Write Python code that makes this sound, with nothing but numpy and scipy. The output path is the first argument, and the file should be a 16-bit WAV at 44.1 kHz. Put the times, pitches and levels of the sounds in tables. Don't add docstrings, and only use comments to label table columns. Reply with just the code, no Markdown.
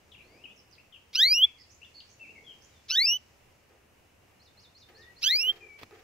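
import sys
import numpy as np
from scipy import signal
from scipy.fft import rfft, irfft
from scipy.io import wavfile

SR = 44100
rng = np.random.default_rng(int(sys.argv[2]) if len(sys.argv) > 2 else 0)


def bounce(signal):
    frames = np.transpose(np.atleast_2d(signal))
    limited = np.clip(frames, -1, 1)
    pcm = np.round(limited * 32767).astype(np.int16)
    wavfile.write(sys.argv[1], SR, pcm)


N = 265923
TIME = np.arange(N) / SR
TOP_HZ = 15650

# [f/Hz, relative level/dB]
AIR_SPECTRUM = [(12, -33.5), (20, -1.5), (32, -25.5), (49, -14), (80, -1.5), (153, -13), (238, -14),
                (298, -14.5), (549, -16), (1450, -23.5), (2920, -22), (3170, -30), (4550, -35.5),
                (5850, -35), (15500, -37.5)]
AIR_DB = -62.5
# [f/Hz, relative level/dB]
CHORUS_SPECTRUM = [(1500, -5), (2400, 2.5), (3500, -5.5), (5300, -0.5), (6800, -2.5), (8000, -9.5),
                   (11000, -36)]
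# [t/s, level/dB]
CHORUS_LEVELS = [(0, -70), (.9, -73.5), (1.5, -69), (2.7, -67.5), (3.3, -69), (3.8, -76), (4.3, -74.5),
                 (6, -68)]
# [t of crest/s, half width/s, level/dB]
RUMBLE_SWELLS = [(.38, 0.21, -62), (2.38, 0.19, -62.5)]
# [f/Hz, relative level/dB]
SWELL_SPECTRUM = [(80, -16), (200, 0), (450, -0.5), (800, -9.5), (1600, -29), (4000, -50)]

# [t/s, length/s, start f/Hz, middle f/Hz, end f/Hz, level/dB, tone type]
WILD_SOUNDS = [(0.112, 0.052, 3860, 3020, 2370, -48.5, "chirp"),
               (0.16, 0.071, 2770, 2540, 2460, -52, "chirp"),
               (0.194, 0.25, 3720, 4690, 5150, -68.5, "whistle"),
               (0.273, 0.26, 2030, 2606, 3660, -60, "whistle"),
               (0.438, 0.026, 3000, 2730, 2210, -41.5, "chirp"),
               (0.468, 0.069, 2480, 2766, 2553, -54.5, "chirp"),
               (0.559, 0.052, 6150, 5160, 5500, -58, "twitter"),
               (0.701, 0.059, 6600, 4810, 3620, -58, "twitter"),
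               (0.779, .028, 2220, 2570, 3060, -50, "chirp"),
               (0.923, .048, 3435, 2860, 2460, -48.5, "chirp"),
               (1.414, 0.082, 2650, 2435, 2700, -50, "chirp"),
               (1.566, 0.055, 2245, 2094, 1890, -61, "warble"),
               (1.576, 0.077, 4980, 4900, 4150, -56.5, "twitter"),
               (1.815, 0.039, 2420, 2880, 3130, -46.5, "chirp"),
               (1.94, 0.078, 4360, 4543, 4420, -47, "buzz"),
               (1.998, .016, 4960, 3210, 2530, -47.5, "chirp"),
               (2.195, .066, 2678, 2624, 2240, -44, "warble"),
               (2.275, 0.043, 2216, 2675, 2750, -45.5, "warble"),
               (2.352, 0.043, 2285, 2183, 2024, -46, "warble"),
               (2.438, 0.058, 3420, 3350, 3246, -53, "warble"),
               (2.467, 0.061, 3230, 3171, 2910, -45, "warble"),
               (2.712, 0.11, 3920, 3524, 3420, -66.5, "warble"),
               (4.958, .16, 1680, 1887, 1930, -54, "whistle"),
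               (5.267, 0.177, 2434, 2407, 2390, -45, "whistle"),
               (5.605, .058, 2470, 2412, 2290, -46, "whistle"),
               (5.661, .13, 2390, 2270, 2380, -49, "whistle")]
WILD_TONES = {"chirp": (8, 0.98), "warble": (5, .28), "twitter": (-10, 1), "whistle": (7, 0.049),
              "buzz": (-2.5, 0.59)}
# [t/s, level/dB]
FLICK_TIMES = [(1.692, -57.5), (2.078, -57.5), (2.607, -59.5)]
FLICK_BEND_HZ, FLICK_S = (5200, 6300, 6680), 0.067
# [t/s, level/dB]
ARCH_TIMES = [(4.391, -58), (4.565, -54), (4.742, -53), (4.94, -54), (5.156, -52.5)]
ARCH_START_HZ, ARCH_PEAK_HZ, ARCH_END_HZ = 4064, 6800, 3350
ARCH_S, ARCH_PEAK_S, ARCH_WIDTH_S = 0.12, .054, 0.017
ARCH_PEAK_DIP_DB = -14.5
ARCH_HOOK_HZ, ARCH_HOOK_S = 376, .052
WILD_DB = -6.5

# [t/s, f/Hz, level/dB]
FIRST_CALL = [(1.13, 994, -55), (1.158, 1314, -20), (1.168, 1442, -32), (1.194, 1567, -20),
              (1.234, 1944, -16), (1.298, 2336, -26), (1.324, 2430, -17.5), (1.35, 2753, -25),
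              (1.408, 2974, -24), (1.444, 3394, -11.5), (1.458, 3474, -24.5)]
SECOND_CALL = [(2.884, 1185, -51), (2.908, 1330, -25.5), (2.93, 1514, -28.5), (2.948, 1505, -25.5),
               (2.964, 1767, -24.5), (2.994, 1968, -19.5), (3.038, 2315, -27), (3.052, 2400, -22),
               (3.07, 2664, -23), (3.138, 2952, -22), (3.166, 3012, -26), (3.175, 3003, -25.5)]
THIRD_CALL = [(5.213, 1063, -56.5), (5.225, 1158, -35), (5.239, 1400, -26), (5.251, 1484, -26),
              (5.269, 1554, -23), (5.319, 2012, -24), (5.371, 2390, -24), (5.419, 2760, -28),
              (5.463, 2928, -25.5), (5.499, 3165, -20), (5.515, 3205, -31.5), (5.524, 3240, -54)]
# [left delay/ms, right delay/ms, left gain, right gain]
FIRST_PATHS = [(0, -.03, 1, 1), (.46, .35, .12, .09), (1.78, 1.81, .13, .13), (3.13, 3.12, .1, .1)]
SECOND_PATHS = [(0.0, 0.032, 1.0, 0.98), (0.46, 0.566, 0.21, 0.29), (0.86, 0.68, 0.2, 0.2),
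                (1.85, 1.86, 0.32, 0.21)]
THIRD_PATHS = [(0.0, -0.049, 0.88, 1), (0.468, 0.296, 0.49, 0.28), (0.948, 1.03, 0.19, 0.12),
               (1.53, 1.483, 0.068, 0.4)]
SYRINX_DB = [2.5, -1, -14.5, -5.5]
# [f/Hz, relative level/dB]
THROAT_FILTER = [(1100, -43.5), (1500, -31.5), (2080, -9.5), (2400, -21.5), (2750, -11), (3400, -1.5),
                 (4000, 2.5), (4500, -4.5), (5300, -2), (6000, -11), (7000, -29.5), (9000, -40)]
# [f/Hz, relative level/dB]
THROAT_HISS = [(1100, -25.5), (2200, -12), (3300, -1), (5400, -2.5), (6300, -9), (7500, -23.5),
               (10000, -40.5)]
# [f/Hz, relative level/dB]
BRIGHT_EDGE = [(6000, -29), (7200, -11), (8500, -19.5), (10000, -22), (11400, -1.5), (12600, -17),
               (14000, -3.5), (15300, -2), (16000, -10), (17000, -91.5)]
CALL_ATTACK_S, CALL_RELEASE_S = .018, .006
PURE_HZ, OCTAVE_FADE_LIMIT_DB = 2801, 28

# [t/s, level/dB, time to ring down by 60 dB/s]
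FOOT_LANDINGS = [(3.695, -60, 0.6), (4.892, -57.5, 0.99), (5.33, -54, 0.97), (5.46, -54.5, 1),
                 (5.608, -59.5, 1), (5.907, -51.5, 0.68)]
# [f/Hz, width/Hz, relative level/dB]
CAGE_RINGS = [(351, 22, 1), (401, 29, -2), (439, 39, 1.5), (517, 21, -0.5), (713.6, 38, -6.5),
              (797, 76, -8), (1246, 73, -9.5), (1790, 650, -14), (2625, 680, -29)]
# [t/s, length/s, level/dB]
WING_FLURRIES = [(4.882, 0.038, -61), (5.308, 0.33, -57.5), (5.779, 0.074, -53), (5.904, 0.14, -63.5)]
# [f/Hz, relative level/dB]
FEATHER_SPECTRUM = [(120, -7), (400, 4), (1000, 0), (2200, 5.5), (5000, -5), (9000, -22), (14500, -12)]
# [t/s, level/dB]
CLAW_TAPS = [(3.695, -64), (4.89, -62), (5.814, -49), (5.833, -37), (5.837, -50), (5.91, -51)]
# [f/Hz, relative level/dB]
CLAW_SPECTRUM = [(150, 2), (900, -3), (2300, 0), (4500, -3), (7000, -16), (10000, -24), (15000, -19)]
# [f/Hz, relative level/dB]
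THUMP_SPECTRUM = [(70, -20), (170, -2), (300, -7), (900, -20), (3000, -52)]
THUMP_AT_S, THUMP_DB, THUMP_T60_S = 5.815, -51.5, 0.21


def undb(db):
    return 10 ** (np.asarray(db) / 20)


def unit(x):
    return x / np.sqrt(np.mean(x ** 2))


def response(points, hz):
    f, db = np.transpose(points)
    return undb(np.interp(np.log(hz + 1), np.log(f), db))


def noise(gain, size, apart=0.37):
    hz = np.fft.rfftfreq(size, 1 / SR)
    mid, side = rfft(rng.standard_normal((2, size))) * gain(hz)
    side = side * apart * response([(60, -14.5), (600, 0.0)], hz)
    return unit(irfft(np.array([mid + side, mid - side]), size))


def coloured_noise(points, size, apart=0.37):
    return noise(lambda hz: response(points, hz), size, apart)


def wobble(rate_hz, size):
    hz = np.fft.rfftfreq(size, 1 / SR)
    return unit(irfft(rfft(rng.standard_normal(size)) / (1 + (hz / rate_hz) ** 4), size))


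def decay(t, t60):
    return np.exp(-np.log(1000) * t / t60)


def left_right(db):
    return undb(np.array([[db], [-db]]) / 2)


def add(track, start, sound):
    i = max(int(start * SR), 0)
    track[:, i:i + sound.shape[-1]] += sound[..., :N - i]


def garden(x, t60, wet_db):
    t = np.arange(int(.8 * SR)) / SR
    tail = rng.standard_normal((2, len(t))) * decay(t, t60) * (t > .004)
    tail /= np.sqrt(np.sum(tail ** 2, axis=1, keepdims=True))
    mono = x.mean(axis=0)[None]
    return undb(wet_db) * signal.fftconvolve(mono, tail, axes=1)[:, :N]


def outdoors():
    air_db = AIR_DB + .7 * wobble(3, N)
    air = coloured_noise(AIR_SPECTRUM, N, apart=0.82) * undb(air_db)
    chorus_db = np.interp(TIME, *np.transpose(CHORUS_LEVELS)) + 0.86 * wobble(8, N)
    chorus = coloured_noise(CHORUS_SPECTRUM, N, apart=0.76) * undb(chorus_db)
    return air + chorus


def swells():
    level = sum(undb(db) * np.exp(-((TIME - crest) / width) ** 2) for crest, width, db in RUMBLE_SWELLS)
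    return level * coloured_noise(SWELL_SPECTRUM, N, apart=0.28)


def whistle(hz, rasp):
    shaky_hz = hz * (1 + .06 * rasp * wobble(150, len(hz)))
    phase = 2 * np.pi * np.cumsum(shaky_hz) / SR
    return np.sqrt(2) * np.sin(phase) * (1 + .5 * rasp * wobble(140, len(hz)))


def bent_tone(length, bend, db, tone_type):
    pan_db, rasp = WILD_TONES[tone_type]
    u = np.linspace(0, 1, int(length * SR))
    hz = np.polyval(np.polyfit([0, .5, 1], bend, 2), u)
    swell = np.abs(np.sin(np.pi * u)) ** 0.48
    return whistle(hz, rasp) * swell * undb(db) * left_right(pan_db)


def arch():
    t = np.arange(0, ARCH_S, 1 / SR) - ARCH_PEAK_S
    height = np.exp(-np.abs(t / ARCH_WIDTH_S) ** 1.3)
    hook = 1 - 1 / (1 + (t / ARCH_HOOK_S) ** 8)
    foot_hz = np.where(t < 0, ARCH_START_HZ, ARCH_END_HZ + ARCH_HOOK_HZ * hook)
    hz = foot_hz + (ARCH_PEAK_HZ - foot_hz) * height
    level = undb(ARCH_PEAK_DIP_DB * height ** 2 - 8.5 * hook)
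    return whistle(hz, rasp=0.113) * level * signal.windows.tukey(len(t), .2)


def wild_birds():
    out = np.zeros((2, N))
    for start, length, *bend, db, tone_type in WILD_SOUNDS:
        add(out, start, bent_tone(length, bend, db, tone_type))
    for start, db in FLICK_TIMES:
        add(out, start, bent_tone(FLICK_S, FLICK_BEND_HZ, db, "twitter"))
    for start, db in ARCH_TIMES:
        add(out, start, arch() * undb(db))
    trees = garden(out, t60=.3, wet_db=-1) + garden(out, t60=1.0, wet_db=-10)
    return undb(WILD_DB) * (out + trees)


def throat_shares(hz, fade_db_per_hz):
    shares = [undb(db) * response(THROAT_FILTER, k * hz) for k, db in enumerate(SYRINX_DB, 1)]
    octave_fade_db = np.clip(fade_db_per_hz * (hz - PURE_HZ), 0, OCTAVE_FADE_LIMIT_DB)
    shares[1] = shares[1] * undb(-octave_fade_db)
    return np.array(shares) / np.linalg.norm(shares, axis=0)


def through_paths(sound, paths):
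    size = 2 * len(sound)
    turn = -2j * np.pi * np.fft.rfftfreq(size, 1 / SR) / 1000
    ears = sum(np.array([gl * np.exp(turn * left), gr * np.exp(turn * right)])
               for left, right, gl, gr in paths)
    return irfft(rfft(sound, size) * ears, size)


def bright_edge(t, hz, phase, rough=0.82, hiss=.4, hiss_s=0.14, spread=0.24):
    edge = hiss / (1 + (t / hiss_s) ** 4) * coloured_noise(BRIGHT_EDGE, len(t))
    for k in range(3, 14):
        flicker = 1 + rough * wobble(220, len(t))
        skew = spread * wobble(60, len(t)) * np.array([[1], [-1]])
        harmonic = np.sin(k * phase + k * k + skew)
        edge += response(BRIGHT_EDGE, k * hz) * min(1, 6 / k) * flicker * harmonic
    return edge


def canary_call(rows, paths, rasp_s, fade_db_per_hz, edge_db,
                rasp=.28, flutter=0.5, shimmer=.035, jitter=0.0024, onset_jitter=0.016,
                hiss_db=-35, onset_hiss_db=-22, edge_pan_db=-3):
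    s, *columns = np.transpose(rows)
    t = np.arange(s[0], s[-1], 1 / SR)
    since_start = t - s[0]
    hz, level_db = (np.interp(t, s, column) for column in columns)
    strength = undb(level_db) * np.minimum(1, (s[-1] - t) / CALL_RELEASE_S)
    shares = throat_shares(hz, fade_db_per_hz)
    unsettled = 1 / (1 + (since_start / rasp_s) ** 4)
    hz = hz * (1 + (jitter + onset_jitter * unsettled) * wobble(230, len(t)))
    phase = 2 * np.pi * np.cumsum(hz) / SR
    voiced = np.minimum(1, since_start / CALL_ATTACK_S)
    tone = voiced * sum(share * np.sin(k * phase + k * k) for k, share in enumerate(shares, 1))
    beat_hz = 170 * (1 + 0.51 * wobble(62, len(t)))
    beat = np.sin(2 * np.pi * np.cumsum(beat_hz) / SR)
    tremble = (shimmer + rasp * unsettled) * wobble(360, len(t))
    shake = np.sqrt(2) * (1 + tremble + flutter * unsettled * beat)
    hiss_level = undb(hiss_db) * shares[1] + undb(onset_hiss_db) * unsettled + 1 - voiced
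    hiss = hiss_level * coloured_noise(THROAT_HISS, len(t))[0]
    out = through_paths(strength * (tone * shake + hiss), paths)
    effort = undb(edge_db + .6 * level_db) * signal.windows.tukey(len(t), .08)
    edge = bright_edge(since_start, hz, phase)
    out[:, :len(t)] += edge * effort * shake * left_right(edge_pan_db)
    return out


def canary():
    out = np.zeros((2, N))
    calls = [canary_call(FIRST_CALL, FIRST_PATHS, rasp_s=.036, fade_db_per_hz=0.17, edge_db=-37),
             canary_call(SECOND_CALL, SECOND_PATHS, rasp_s=0.038, fade_db_per_hz=0.07, edge_db=-40.5),
             canary_call(THIRD_CALL, THIRD_PATHS, rasp_s=0.073, fade_db_per_hz=1.5, edge_db=-36.0)]
    for rows, call in zip((FIRST_CALL, SECOND_CALL, THIRD_CALL), calls):
        add(out, rows[0][0], call)
    bars = garden(out, t60=.025, wet_db=-20)
    trees = garden(out, t60=.4, wet_db=-30.5)
    return out + bars + trees


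def cage_gain(hz):
    return sum(undb(db) / (1 + (2 * (hz - f) / width) ** 2) for f, width, db in CAGE_RINGS)


def fluttering(beat_hz=24):
    out = np.zeros((2, N))
    t = TIME[:SR]
    for start, db, t60 in FOOT_LANDINGS:
        ring = decay(t, t60) * (1 - np.exp(-t / .006))
        add(out, start, undb(db) * ring * noise(cage_gain, len(t), apart=0.28))
    for start, length, db in WING_FLURRIES:
        size = int(length * SR)
        beats = signal.windows.tukey(size, .5) * (1 + .5 * np.sin(2 * np.pi * beat_hz * t[:size]))
        add(out, start, undb(db) * beats * coloured_noise(FEATHER_SPECTRUM, size, apart=1.0))
    tick = decay(t, .011)
    for start, db in CLAW_TAPS:
        add(out, start, undb(db) * tick * coloured_noise(CLAW_SPECTRUM, len(t), apart=0.53))
    return out


def thump():
    t = TIME[:SR]
    out = np.zeros((2, N))
    knock = decay(t, THUMP_T60_S) * coloured_noise(THUMP_SPECTRUM, len(t))
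    add(out, THUMP_AT_S, undb(THUMP_DB) * knock)
    return out


def scene():
    return outdoors() + swells() + wild_birds() + canary() + fluttering() + thump()


def record(dry):
    return signal.sosfilt(signal.ellip(10, .2, 70, TOP_HZ, fs=SR, output="sos"), dry)


dry = scene()
out = record(dry)
bounce(out)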